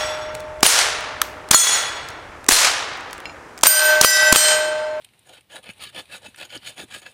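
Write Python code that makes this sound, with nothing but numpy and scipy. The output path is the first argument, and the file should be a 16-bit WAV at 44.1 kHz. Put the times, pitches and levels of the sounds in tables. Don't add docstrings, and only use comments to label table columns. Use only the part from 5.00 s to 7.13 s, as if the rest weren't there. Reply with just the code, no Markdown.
import sys
import numpy as np
from scipy import signal
from scipy.fft import rfft, irfft
from scipy.io import wavfile
from scipy.ndimage import uniform_filter1d

SR = 44100
rng = np.random.default_rng(int(sys.argv[2]) if len(sys.argv) > 2 else 0)


def generate_wav(sig):
    pcm = np.round(np.clip(np.atleast_2d(sig).T, -1, 1) * 32767).astype(np.int16)
    wavfile.write(sys.argv[1], SR, pcm)


N = 94065


def undb(db):
    return 10 ** (np.asarray(db) / 20)


def unit(x):
    return x / np.sqrt(np.mean(x ** 2))


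def ring(x, hz, width_hz):
    return signal.lfilter(*signal.iirpeak(hz, hz / width_hz, fs=SR), x)


def colour(x, table):
    f = np.arange(1, N // 2 + 2) * SR / N
    points_hz, points_db = np.array(table).T
    gain = undb(np.interp(np.log(f), np.log(points_hz), points_db))
    return unit(irfft(rfft(x) * gain, N))


def walk(rate_hz):
    k = max(int(SR / rate_hz), 2)
    steps = np.repeat(rng.standard_normal(N // k + 1), k)[:N]
    return unit(uniform_filter1d(uniform_filter1d(steps, k), k))


def grit(scatter_db):
    return unit(rng.standard_normal(N) * undb(scatter_db * rng.exponential(size=N)))


# f/Hz, relative level/dB (spectral density)
RUSTLE_TONE = [(120, 10), (200, -6), (916, 3), (1160, -4.5), (2860, 4), (3190, 0.5), (3970, 4), (4950, -12),
               (7140, -14.5), (8740, -2), (11900, -10), (16000, -53)]
# t/s, level/dB
RUSTLE_FADER = [(0, -58.5), (.03, -59), (.075, -62), (.12, -68.5), (.145, -59), (.17, -62.5), (.25, -60.5),
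                (.42, -66.5), (.49, -74), (.62, -62), (.74, -60), (.77, -57.5), (.92, -61), (1.06, -57),
                (1.2, -59), (1.33, -60), (1.36, -56), (1.49, -60.5), (1.6, -58), (1.75, -58.5),
                (1.87, -59.5), (2.01, -61.5), (2.13, -56)]
RUSTLE_GRAIN_DB = 2.0
RUSTLE_FLICKER_HZ, RUSTLE_FLICKER_DB = 60.35, 1.5


def litter(t):
    db = np.interp(t, *np.array(RUSTLE_FADER).T) + RUSTLE_FLICKER_DB * walk(RUSTLE_FLICKER_HZ)
    return undb(db) * colour(grit(RUSTLE_GRAIN_DB), RUSTLE_TONE)


# f/Hz, relative level/dB (spectral density)
BREEZE_TONE = [(60, -14), (270, -20), (400, -19), (1500, -28), (2900, -22), (5000, -30), (7000, -37),
               (9300, -31), (12500, -34), (15000, -31)]
BREEZE_DB = -66
RUMBLE_HZ, RUMBLE_WIDTH_HZ, RUMBLE_DB = 95, 70, -69
GUST_HZ, GUST_DB = 9.1, 2


def breeze():
    hiss = colour(rng.standard_normal(N), BREEZE_TONE)
    rumble = unit(ring(rng.standard_normal(N), RUMBLE_HZ, RUMBLE_WIDTH_HZ))
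    return undb(BREEZE_DB) * hiss + undb(RUMBLE_DB + GUST_DB * walk(GUST_HZ)) * rumble


# t/s, peak level of the mid/dB, centre f/Hz, treble level against the mid/dB
TWIG_TICKS = [(0.013, -48, 2900, -5), (0.02, -45.5, 2900, -5.5), (0.0454, -34, 3120, 0),
              (0.0882, -43.5, 2800, -20), (0.135, -48.5, 2400, -8), (.192, -53, 3560, 8.5),
              (0.408, -45, 2560, -2), (0.734, -45.5, 3020, -2), (0.781, -43, 2510, -5.5),
              (1.055, -41.5, 2930, -9), (1.0786, -47, 2520, -10), (1.3445, -36, 2310, -18),
              (1.3595, -39.5, 2620, 0.5), (1.5736, -33, 4180, -12)]
TICK_RISE_S, TICK_FALL_S = 0.0007, 0.003
TICK_WIDTH_HZ, TICK_TOP_HZ = 1300, 9300


def ticks(t):
    out = np.zeros(N)
    for s, db, hz, top_db in TWIG_TICKS:
        u = np.maximum(t - s, 0)
        burst = rng.standard_normal(N) * -np.expm1(-u / TICK_RISE_S) * np.exp(-u / TICK_FALL_S)
        mid = ring(ring(burst, hz, TICK_WIDTH_HZ), hz, 2 * TICK_WIDTH_HZ)
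        top = ring(ring(burst, TICK_TOP_HZ, TICK_WIDTH_HZ), TICK_TOP_HZ, 3900.0)
        top += 0.26 * ring(burst, 11500.0, 5500.0)
        out += undb(db) * (mid / np.abs(mid).max() + undb(top_db) * top / np.abs(top).max())
    return out


# t/s, rasp level/dB, wood level against rasp/dB, treble level against rasp/dB
SAW_STROKES = [
    [(0.25, -65, -23, -11), (0.258, -65.5, 1, -5), (0.274, -51, -5, -2.5), (0.314, -53, -0.5, -9.5),
     (0.342, -48, -14, -4.5), (0.386, -51.5, -1, -11.5), (0.4, -78, -23, 2), (0.405, -69.5, -29.5, -9)],
    [(0.49, -66, -13, -12), (0.498, -51, -8, -11), (0.516, -44, -5, -11.5), (0.554, -47, 0, -6.5),
     (0.566, -43, -8.5, -8), (0.59, -49, 0, -7.5), (0.615, -86, 6, 13)],
    [(0.628, -48, -1, -2), (0.636, -58, -5.5, -6), (0.676, -43.5, -0.5, -12), (0.688, -49.5, -2, -7.5),
     (0.702, -38.5, -8.5, -14), (0.71, -49.5, -20, 0), (0.72, -69, -2, 6), (0.728, -62, -8, 6)],
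    [(0.793, -52.5, 3, -16), (0.807, -41, -14, -8.5), (0.837, -37, -14, -2.5), (0.863, -41, -13, -8.5),
     (0.873, -39, -12.5, -13), (0.901, -49, -18, -4.5), (0.915, -70, 8, -13)],
    [(0.925, -57, -9, -13), (0.949, -41.5, -2.5, -9), (0.991, -33.5, -4.5, -10.5),
     (1.009, -40.5, -3.5, -8.5), (1.023, -61, -24, 5), (1.035, -68, 8, -12)],
    [(1.085, -62, -3, -11), (1.091, -51.5, -3, -13.5), (1.125, -41.5, -11.5, -8), (1.147, -38, -8, -6),
     (1.181, -48, -8.5, -2.5), (1.2, -88, 5, 3)],
    [(1.205, -75, 4, -8), (1.211, -63, -4, -22), (1.223, -53, 3, -4), (1.239, -45, -7, -16),
     (1.253, -41, -1, -9), (1.261, -38, -3.5, -12), (1.293, -65, -13, 3), (1.31, -57, -16, -9)],
    [(1.37, -53, -17, -12), (1.378, -45, -7, -7), (1.384, -46.5, -5.5, -7), (1.428, -38.5, -6.5, -12),
     (1.454, -46, -7.5, -2), (1.482, -71, 4, -1)],
    [(1.49, -52, -8, -10), (1.506, -46, -14, -10.5), (1.518, -45.5, -7, -8.5), (1.548, -36.5, -1, -12.5),
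     (1.568, -41, -6, -4), (1.59, -78, -35, 4)],
    [(1.605, -59, -8, -3), (1.613, -53.5, -8, -9), (1.683, -33.5, -15.5, -7), (1.703, -44, -5, -1),
     (1.715, -45, -6, -14), (1.75, -54.5, -15, -4)],
    [(1.755, -55, -3, -8), (1.799, -33.5, -6.5, -11), (1.829, -41.5, -5.5, -7.5), (1.843, -53, -1, 2),
     (1.855, -73, -13, -1)],
    [(1.878, -63, -31, -11), (1.886, -56, 1, -10), (1.898, -49, -10, -14), (1.944, -35.5, -14, -10),
     (1.968, -40.5, -6.5, -11.5), (1.996, -52, -17, -1.5), (2.008, -75, -9, 15)],
    [(2.012, -67, -6, -3), (2.018, -54, -3, -8), (2.032, -43.5, -9.5, -9), (2.042, -55.5, -1, -6),
     (2.06, -42.5, -10.5, -15), (2.086, -46.5, -2, -6.5), (2.12, -66, -16, 4)],
]


def strokes(t):
    push, colours = np.zeros(N), np.zeros((2, N))
    for rows in SAW_STROKES:
        time, rasp_db, wood_db, treble_db = np.array(rows).T
        on = (t >= time[0]) & (t < time[-1])
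        push += on * undb(np.interp(t, time, rasp_db))
        colours += [on * undb(np.interp(t, time, db)) for db in (wood_db, treble_db)]
    wood, treble = uniform_filter1d(colours, size=180)
    return uniform_filter1d(push, size=180), wood, treble


TEETH_HZ, TEETH_JITTER, TEETH_SCATTER_DB = 111.02, 0.3, 2.5
BITE_S = 0.0033
SLIDE_SHARE = 0.6


def teeth():
    gap_chance, size_chance = rng.standard_normal((600, 2)).T
    at = (np.cumsum(np.exp(TEETH_JITTER * gap_chance)) * SR / TEETH_HZ).astype(int)
    bites = np.zeros(N)
    bites[at[at < N]] = undb(TEETH_SCATTER_DB * size_chance[at < N])
    fall = np.exp(-1 / (BITE_S * SR))
    pressure = signal.lfilter([1], [1, -2 * fall, fall ** 2], bites)
    return unit(pressure) + SLIDE_SHARE


# t/s, nominal peak level/dB (the force sits CREST_DB lower)
GRAIN_SNAGS = [(0.271, -41.5), (0.2925, -29.5), (0.3351, -30), (0.3794, -42), (0.4998, -61), (0.5167, -37),
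               (0.5632, -23), (0.5824, -42), (0.6396, -27.5), (0.6573, -31), (0.6898, -20.5), (0.6988, -26),
               (0.809, -33), (0.8366, -19.5), (0.8709, -35), (0.946, -26.5), (0.9714, -43), (0.9884, -28),
               (1.0034, -37), (1.1174, -27.5), (1.148, -29), (1.2156, -40), (1.239, -39), (1.3848, -24),
               (1.3982, -22), (1.4111, -18), (1.4273, -23), (1.4422, -30.5), (1.502, -25), (1.5114, -34),
               (1.5284, -41), (1.5434, -38), (1.629, -31.5), (1.6468, -25.5), (1.6791, -33), (1.7785, -21),
               (1.7914, -39), (1.8003, -29), (1.8127, -22.5), (1.8254, -39), (1.9016, -32), (1.921, -23.5),
               (1.943, -21), (1.9608, -19.5), (2.017, -32), (2.0288, -40), (2.0623, -21)]
SNAG_RISE_S, SNAG_FALL_S = 0.0007, 0.003
CREST_DB = 9


def snags(t):
    force = np.zeros(N)
    for s, db in GRAIN_SNAGS:
        u = np.maximum(t - s, 0)
        force += undb(db - CREST_DB) * -np.expm1(-u / SNAG_RISE_S) * np.exp(-u / SNAG_FALL_S)
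    return force


FIBRE_DB = 2
MODE_WANDER_DB, WANDER_HZ = 3, 20
PAIR_SHARE = 0.012


def body(force, table):
    grains = grit(FIBRE_DB)
    gains = [undb(db + MODE_WANDER_DB * walk(WANDER_HZ)) for _, _, db in table]

    def play(x):
        return sum(ring(g * x, f * (1 - PAIR_SHARE), w) - ring(g * x, f * (1 + PAIR_SHARE), w)
                   for g, (f, w, _) in zip(gains, table))

    return play(force * grains) / np.std(play(grains))


# f/Hz, width f/Hz, relative level/dB
BLADE_MODES = [(1274, 203, -4), (1499, 150, -4.5), (1664, 190, -1), (2454, 340, -1.5), (2613, 180, -2.5),
               (2874, 420, -0.5), (3054, 330, -1.5), (3296, 330, -5.5), (3565, 55, -12), (3840, 300, -6),
               (4405, 420, -10.5), (4643, 810, -11), (2690, 6000, -13.5)]
WOOD_MODES = [(357.5, 130, -0.5), (602.6, 210, 3), (758, 296, 1), (217, 56, -6)]
TOP_MODES = [(6920, 600, -2), (9300, 400, -4), (9500, 2200, -3), (5860, 1940, -1), (8150, 2460, 8)]
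SHAKE_HZ, SHAKE_WIDTH_HZ, SHAKE_DB = 102, 135.0, -16.5
HISS_HZ, HISS_DB = 10600, -8


def saw(t):
    push, wood, treble = strokes(t)
    force = np.hypot(push * unit(teeth()), snags(t))
    shake = unit(ring(rng.standard_normal(N), SHAKE_HZ, SHAKE_WIDTH_HZ))
    shake *= uniform_filter1d(push, size=2000)
    hiss = unit(signal.lfilter(*signal.butter(2, HISS_HZ, "high", fs=SR), grit(FIBRE_DB)))
    rasp = body(force, BLADE_MODES) + body(force * wood, WOOD_MODES)
    top = body(force * treble, TOP_MODES) + undb(HISS_DB) * hiss * force * treble
    return rasp + top + undb(SHAKE_DB) * shake


# t/s, level of the woody ring/dB, starting pitch f/Hz
PULL_KNOCKS = [(.692, -34, 232), (1.283, -40.5, 291), (1.563, -31.5, 378), (1.836, -33.5, 386)]
KNOCK_T60_S, KNOCK_SAG_PER_S = 0.046, 35
THUD_HZ, THUD_DB, THUD_T60_S = 116, -15, 0.1


def knocks(t):
    out = np.zeros(N)
    for s, db, hz in PULL_KNOCKS:
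        u = np.maximum(t - s, 0)
        turns = hz * -np.expm1(-KNOCK_SAG_PER_S * u) / KNOCK_SAG_PER_S
        woody = np.sin(2 * np.pi * turns) * undb(-60 * u / KNOCK_T60_S)
        thud = np.sin(2 * np.pi * THUD_HZ * u) * undb(THUD_DB - 60 * u / THUD_T60_S)
        out += undb(db) * (woody + thud)
    return out


ECHO_T60_S, ECHO_DB, ECHO_TOP_HZ = 0.12, -18, 3850


def scatter(near, t):
    tail = signal.lfilter(*signal.butter(2, ECHO_TOP_HZ, fs=SR), rng.standard_normal(8000))
    tail *= undb(-60 * t[:8000] / ECHO_T60_S)
    return undb(ECHO_DB) * signal.fftconvolve(near, tail / np.sqrt(np.sum(tail ** 2)))[:N]


def scene():
    t = np.arange(N) / SR
    ground = litter(t) + breeze()
    near = ticks(t) + saw(t) + knocks(t)
    return (near + scatter(near, t) + ground)[None]


TOP_HZ = 15430


def record(dry):
    dry = signal.sosfilt(signal.butter(3, 70., "high", fs=SR, output="sos"), dry)
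    dry = signal.sosfilt(signal.ellip(8, .2, 28, TOP_HZ, fs=SR, output="sos"), dry)
    return signal.sosfilt(signal.ellip(10, .2, 60, TOP_HZ + 400, fs=SR, output="sos"), dry)


dry = scene()
out = record(dry)
generate_wav(out)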